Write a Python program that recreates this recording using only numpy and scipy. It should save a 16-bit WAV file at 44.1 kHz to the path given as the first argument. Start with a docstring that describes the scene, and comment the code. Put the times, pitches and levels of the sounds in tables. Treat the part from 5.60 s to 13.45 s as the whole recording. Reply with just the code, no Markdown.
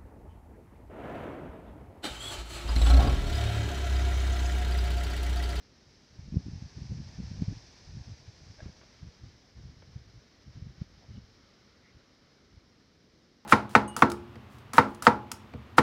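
"""Foliage hisses over a distant rumble, swelling and dying away with one long gust across a lawn.
Countless leaf touches make the hiss; puffs of wind stir the grass and buffet a microphone held low,
and single eddies thump softly as they cross it. Light contacts on a small hollow body give a short
dull rattle and a few faint ticks. In the lull, a few faint calls arrive, blurred by distance."""
import sys
import numpy as np
from scipy import signal
from scipy.fft import rfft, irfft
from scipy.io import wavfile
from scipy.ndimage import uniform_filter1d, map_coordinates

SR = 44100
rng = np.random.default_rng(int(sys.argv[2]) if len(sys.argv) > 2 else 0)


def store_wav(level_fs):
    """Save 16-bit WAV to argv[1]."""
    pcm = np.round(np.clip(np.atleast_2d(level_fs), -1, 1) * 32767)
    wavfile.write(sys.argv[1], SR, pcm.T.astype(np.int16))


N = 346185
TIME = np.arange(N) / SR
BIN_HZ = np.fft.rfftfreq(N, 1 / SR)

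# Stereo image of the air. Each row: frequency in Hz, left-right likeness from 0 to 1.
STEREO_LIKENESS = [(100, 1), (300, 0.99), (700, 0.96), (2500, 0.96), (4000, 0.98), (5200, 1), (7000, 0.99),
                   (9000, 0.82), (12000, 0.3)]
# Distant rumble, with microphone hiss on top. Each row: frequency in Hz, gain in dB.
RUMBLE_EQ = [(15, -19.5), (45, -11.5), (110, -4.5), (220, -1), (350, -5.5), (500, -10), (800, -26),
             (1600, -36.5), (4000, -28.5), (9000, -43.5), (15000, -51.5)]
# Air rushing in far trees. Each row: time in seconds, level in dB.
FAR_TREES_LEVEL = [(0, -72.5), (.5, -83), (1.6, -74), (2.6, -83), (3.4, -72), (4.0, -84), (5.4, -74.5),
                   (6.4, -70.5), (6.9, -74), (7.3, -77.5), (7.85, -81)]
# Tone of that rush. Each row: frequency in Hz, gain in dB.
FAR_TREES_EQ = [(200, -14.5), (500, 2), (900, -10.5), (1280, 1.5), (1650, -5), (2100, -3), (2650, -9),
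                (4000, -6.5), (6500, -29), (10000, -54)]
# One low hoot, then chirps. Each row: centre in seconds, nominal length in seconds, level in dB,
# pitch in Hz, resonance width in Hz.
FAR_CALLS = [(5.435, 0.056, -63.5, 602, 278.4), (5.559, .07, -70, 3020, 450), (6.257, .05, -67, 1986, 350),
             (6.294, 0.053, -67, 2100, 219.6)]
# Dull ticks and knocks. Each row: start in seconds, relative level in dB, decay time in seconds,
# share of ringing from 0 to 1.
CONTACTS = [(2.986, -47, 0.0048, 1), (2.993, -43, 0.0046, 0.6), (3.004, -34, 0.003, 0.95),
            (3.010, -47, 0.0078, 0.9), (3.019, -44.5, 0.022, 0), (3.055, -51, 0.061, 0.1),
            (3.213, -46, 0.012, 0.06), (3.231, -47, 0.0075, 0.08), (4.222, -43.5, 0.006, 0.06),
            (4.404, -47, 0.0019, 0.31)]
# Ring of the hollow body. Each row: frequency in Hz, width in Hz, gain in dB.
BODY_MODES = [(614, 47.2, 10), (1620, 69, 3.5), (2200, 185, -22), (3402, 140, -18)]
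# Dry scuff of a contact. Each row: frequency in Hz, gain in dB.
SCUFF_EQ = [(150, 5), (500, 7), (1100, -7), (2200, -6.5), (5000, -18), (7000, -34), (12000, -60)]
# The long gust, heard as foliage hiss. Each row: time in seconds, level in dB.
BREEZE_LEVEL = [(0, -68), (.45, -66.5), (.85, -62.5), (1.8, -58.5), (2.2, -61), (3.05, -63), (3.8, -66.5),
                (4.7, -67.5), (5.4, -67), (6.3, -69.5), (7.85, -72)]
# Foliage hiss coloured by ground reflection, early on. Each row: frequency in Hz, gain in dB.
EARLY_HISS_EQ = [(550, -1.5), (900, -2), (1300, -10.5), (1750, -3), (2050, -7), (2300, -4.5), (2950, -9),
                 (3750, -6.5), (4200, -4), (5150, 1), (6050, -2.5), (6700, -13), (8500, -27.5),
                 (15000, -47)]
# The same hiss later, its notches shifted. Each row: frequency in Hz, gain in dB.
LATE_HISS_EQ = [(550, -0.5), (900, -4.5), (1250, -4.5), (1650, -4), (2200, -3.5), (2650, -10.5),
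                (3050, -6.5), (3350, -8.5), (4000, -4.5), (4600, -4.5), (5200, -0.5), (5900, -6),
                (6900, -19), (8500, -35.5)]
# The notches shift as the microphone's height changes.
# Each row: time in seconds, early tone's share of the crossfade from 0 to 1.
HEIGHT_CROSSFADE = [(0, 0.48), (1.0, 0.92), (2.0, 0.93), (3.1, 0.79), (3.8, 0.3), (5.0, 0.04), (7.85, 0.01)]
# Leaf flicks close by. Each row: start in seconds, relative level in dB.
LEAF_FLICKS = [(3.02, -71), (5.195, -64.5)]
# Puffs reaching the microphone. Each row: start of hold in seconds, hold in seconds, strength in dB.
WIND_PUFFS = [(0.281, .04, -58), (0.531, 0.11, -55), (0.633, 0.062, -47), (0.732, 0.078, -38),
              (0.861, 0.12, -44), (1.023, 0.039, -44), (1.17, 0.089, -40), (1.309, 0.098, -37),
              (1.427, 0.14, -47), (1.587, .09, -40), (1.717, .12, -38), (1.891, 0.041, -37.5),
              (2.29, 0.12, -45), (2.48, 0.049, -45), (2.68, .02, -52), (2.799, .11, -54),
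              (3.03, 0.0605, -46), (3.431, 0.063, -48), (3.632, .05, -47), (3.971, 0.15, -47.5),
              (4.17, 0.26, -53), (4.476, 0.099, -53), (4.881, 0.017, -48), (4.96, .16, -46.5),
              (5.184, 0.042, -46), (5.349, .06, -58), (5.494, 0.091, -42.5), (6.34, 0.027, -57.5),
              (6.928, 0.051, -57), (7.049, 0.019, -55.5)]
# Tone of the buffeting at the usual wind strength. Each row: frequency in Hz, gain in dB.
BUFFET_EQ = [(12, -32.5), (25, -10.5), (60, 3.5), (120, 3.5), (180, -6.5), (260, -17), (350, -25),
             (500, -40), (900, -50), (2000, -90)]
# Strong single eddies. Each row: centre in seconds, swirl level in dB, nominal pitch in Hz.
EDDY_THUMPS = [(0.595, -35, 112), (0.726, -28, 168), (0.744, -26.5, 207), (0.76, -25.5, 204),
               (0.771, -15, 131), (0.866, -32.5, 205), (0.885, -31, 209), (0.937, -32, 122),
               (1.025, -31.5, 159.5), (1.222, -28.5, 124), (1.322, -28, 133.5), (1.404, -30.5, 171),
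               (1.603, -27.5, 158), (1.655, -32, 92), (1.717, -28.5, 151), (1.823, -18, 170),
               (1.885, -20.5, 120.8), (1.927, -30, 200), (2.371, -35.5, 159.8), (3.032, -33.5, 122),
               (3.061, -38.5, 235), (3.066, -33, 101.2), (3.093, -37.5, 138), (3.433, -36, 104.2),
               (4.364, -31, 109), (5.026, -30, 104.8), (5.07, -34.5, 148.9), (5.219, -24.5, 138),
               (5.58, -30.5, 141)]


def amp(db):
    """Decibels to gain."""
    return 10 ** (np.asarray(db) / 20)


def unit(x):
    """Scales to rms 1."""
    return x / np.sqrt(np.mean(x ** 2) + 1e-30)


def automation(rows):
    """Joins (seconds, value) rows by straight lines."""
    return np.interp(TIME, *np.transpose(rows))


def at_hz(rows, hz):
    """Joins (Hz, value) rows on a log-frequency axis."""
    row_hz, value = np.transpose(rows)
    return np.interp(np.log(hz + 1), np.log(row_hz + 1), value)


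def add(mix, start_s, sound):
    """Drops a sound into the mix."""
    part = mix[max(round(start_s * SR), 0):][:len(sound)]
    part += sound[:len(part)]


def equalise(x, eq):
    """Shapes a signal with an EQ table."""
    hz = np.fft.rfftfreq(x.shape[-1], 1 / SR)
    return irfft(rfft(x) * amp(at_hz(eq, hz)), x.shape[-1])


def drift(rate_hz):
    """Random wobble of rms 1, up to about the given rate."""
    return unit(irfft(rfft(rng.standard_normal(N)) * np.exp(-(BIN_HZ / rate_hz) ** 2), N))


def resonate(x, hz, width_hz):
    """One resonance, with a peak gain near 1."""
    radius = np.exp(-np.pi * width_hz / SR)
    pole = radius * np.exp(2j * np.pi * hz / SR)
    return 2 * signal.lfilter([1 - radius], [1, -pole], x).real


def air():
    """Noise from all around, as two closely spaced microphone ports hear it."""
    mid, side = rfft(rng.standard_normal((2, N)))
    likeness = np.clip(at_hz(STEREO_LIKENESS, BIN_HZ), 0, 1)
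    side = side * np.sqrt((1 - likeness) / (1 + likeness))
    return irfft(np.array([mid + side, mid - side]), N)


def distant_bed(rumble_db=-65, waver_db=-1.2, waver_hz=5):
    """A steady low rumble under the wavering rush of air in far trees."""
    rumble = amp(rumble_db) * unit(equalise(air(), RUMBLE_EQ))
    rush_db = automation(FAR_TREES_LEVEL) + waver_db * drift(waver_hz)
    return rumble + amp(rush_db) * unit(equalise(air(), FAR_TREES_EQ))


def far_calls(stretch=1.5):
    """Distance blurs each short call into a soft, narrow band of noise."""
    out = np.zeros(N)
    for centre_s, length_s, db, hz, width_hz in FAR_CALLS:
        swell = np.hanning(int(stretch * length_s * SR))
        noise = rng.standard_normal(len(swell))
        tone = unit(resonate(resonate(noise, hz, width_hz), hz, width_hz))
        add(out, centre_s - len(swell) / 2 / SR, amp(db) * tone * swell)
    return out


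def rattle_and_ticks(trim_db=-7, high_cut_hz=3800, scrape_db=-27, attack_s=0.001):
    """Each contact is a brief scuff and a tap that rings a small hollow body."""
    out, t = np.zeros(N), np.arange(8192) / SR
    for start_s, db, decay_s, ring_share in CONTACTS:
        noise, fade = rng.standard_normal(len(t)), np.exp(-t / decay_s)
        scuff = unit(equalise(noise, SCUFF_EQ)) * fade * np.minimum(t / attack_s, 1)
        tap = (t == 0) + amp(scrape_db) * noise * fade
        ring = sum(amp(mode_db) * resonate(tap, hz, width) for hz, width, mode_db in BODY_MODES)
        contact = np.sqrt(1 - ring_share) * unit(scuff) + np.sqrt(ring_share) * unit(ring)
        fade_rms = np.sqrt(np.mean(fade ** 2))
        add(out, start_s, amp(db + trim_db) * fade_rms * contact)
    # soft contacts carry little treble
    return signal.sosfilt(signal.butter(3, high_cut_hz, fs=SR, output="sos"), out)


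def leaf_flicks(rise_s=0.021, decay_s=0.05):
    """Envelope of a close leaf that flicks and settles."""
    out, t = np.zeros(N), np.arange(SR // 2) / SR
    for start_s, db in LEAF_FLICKS:
        add(out, start_s, amp(db) * np.minimum(t / rise_s, 1) * np.exp(-t / decay_s))
    return out


def leaf_hiss(eq, low_cut_hz=420):
    """Countless leaf touches merge into a hiss, scaled to rms 1 in its bright band."""
    spectrum = rfft(equalise(air(), eq)) / np.sqrt(1 + (low_cut_hz / (BIN_HZ + 1)) ** 4)
    bright_band = (BIN_HZ > 3500) & (BIN_HZ < 7000)
    return irfft(spectrum, N) / np.std(irfft(spectrum * bright_band, N))


def foliage(puffs, late_db=-0.4, flutter_db=0.62, flutter_hz=25, grass_db=-27, puff_limit_db=-44):
    """The hiss swells with the gust and flutters; puffs stir the grass close by."""
    # ground-reflection notches shift with the microphone's height
    early_share = automation(HEIGHT_CROSSFADE)
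    early = np.sqrt(early_share) * leaf_hiss(EARLY_HISS_EQ)
    late = np.sqrt(1 - early_share) * amp(late_db) * leaf_hiss(LATE_HISS_EQ)
    close_stir = amp(grass_db) * np.minimum(puffs, amp(puff_limit_db)) + leaf_flicks()
    swell = np.hypot(amp(automation(BREEZE_LEVEL)), close_stir)
    return (early + late) * swell * amp(flutter_db * drift(flutter_hz))


def puff_envelope(rise_db_per_s=551, fall_db_per_s=600, wake_db=-17, wake_db_per_s=45.5):
    """Each puff rises quickly, holds, drops away and leaves a wake of weak turbulence."""
    power = np.zeros(N)
    for start_s, hold_s, db in WIND_PUFFS:
        before_s = np.maximum(start_s - TIME, 0)
        after_s = np.maximum(TIME - start_s - hold_s, 0)
        near = (before_s < 0.3) & (after_s < 1)
        attack = amp(db - rise_db_per_s * before_s[near])
        release = amp(-fall_db_per_s * after_s[near])
        wake = amp(wake_db - wake_db_per_s * after_s[near])
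        power[near] += attack ** 2 * (release ** 2 + wake ** 2)
    return np.sqrt(power)


def draught_envelope(level_db=-67, tracking=1.108, usual_breeze_db=-66):
    """A light draught follows the breeze and fills the gaps between puffs."""
    return amp(level_db + tracking * (automation(BREEZE_LEVEL) - usual_breeze_db))


def buffeting(puffs, trim_db=-0.04, evenness=0.63, speed_tracking=0.1, usual_db=-48,
              flutter_db=3.5, flutter_hz=35):
    """Turbulence on the ports: lumps of pressure that pass faster when the wind is stronger."""
    wind_db = 20 * np.log10(np.hypot(puffs, draught_envelope()))
    flow = unit(equalise(rng.standard_normal(N), BUFFET_EQ))
    # compress the noise, so the wind sets each lump's force and chance sets its shape
    flow_rms = np.sqrt(abs(uniform_filter1d(flow ** 2, size=1300)) + 1e-6)
    even_flow = flow / flow_rms ** evenness
    speed = amp(speed_tracking * (wind_db - usual_db))
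    lumps = map_coordinates(even_flow, [np.cumsum(speed)], order=3, mode="mirror")
    flutter = amp(flutter_db * drift(flutter_hz))
    return amp(wind_db + trim_db) * unit(lumps * flutter)


def eddies(pitch_ratio=0.88, lean=0.21, core_db=-22, core_width=0.33, core_tracking=0.25,
           usual_db=-20, front_db=-27, front_width=0.22):
    """A vortex thumps across the ports: pressure rises, drops in its core and rises again."""
    out, t = np.zeros(N), np.arange(-1100, 1100) / SR
    for centre_s, db, hz in EDDY_THUMPS:
        position = np.pi * hz * pitch_ratio * t
        swirl = (1 - 2 * position ** 2 + 2 * lean * position) * np.exp(-position ** 2)
        # stronger vortices have a deeper tight core; all have a steep front
        in_core, in_front = position / core_width, position / front_width
        core_depth = amp(core_db + core_tracking * (db - usual_db))
        core = core_depth * (1 - 2 * in_core ** 2) * np.exp(-in_core ** 2)
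        front = amp(front_db) * 2 * in_front * np.exp(-abs(in_front))
        add(out, centre_s + t[0], -amp(db) * (swirl + core + front))
    return out


def scene():
    """Foliage and distance in narrow stereo; wind thumps and small sounds dead centre."""
    puffs = puff_envelope()
    ambience = foliage(puffs) + distant_bed()
    wind = buffeting(puffs) + eddies()
    return ambience + wind + rattle_and_ticks() + far_calls()


def record(dry, low_cut_hz=32, high_cut_hz=15750):
    """The microphone sheds the deepest bass, and a steep filter trims the very top."""
    thinned = irfft(rfft(dry) * BIN_HZ ** 2 / np.sqrt(BIN_HZ ** 4 + low_cut_hz ** 4), N)
    high_cut = signal.firwin(511, high_cut_hz, window=("kaiser", 9), fs=SR)
    return signal.oaconvolve(thinned, high_cut[None], "same")


dry = scene()
out = record(dry)
store_wav(out)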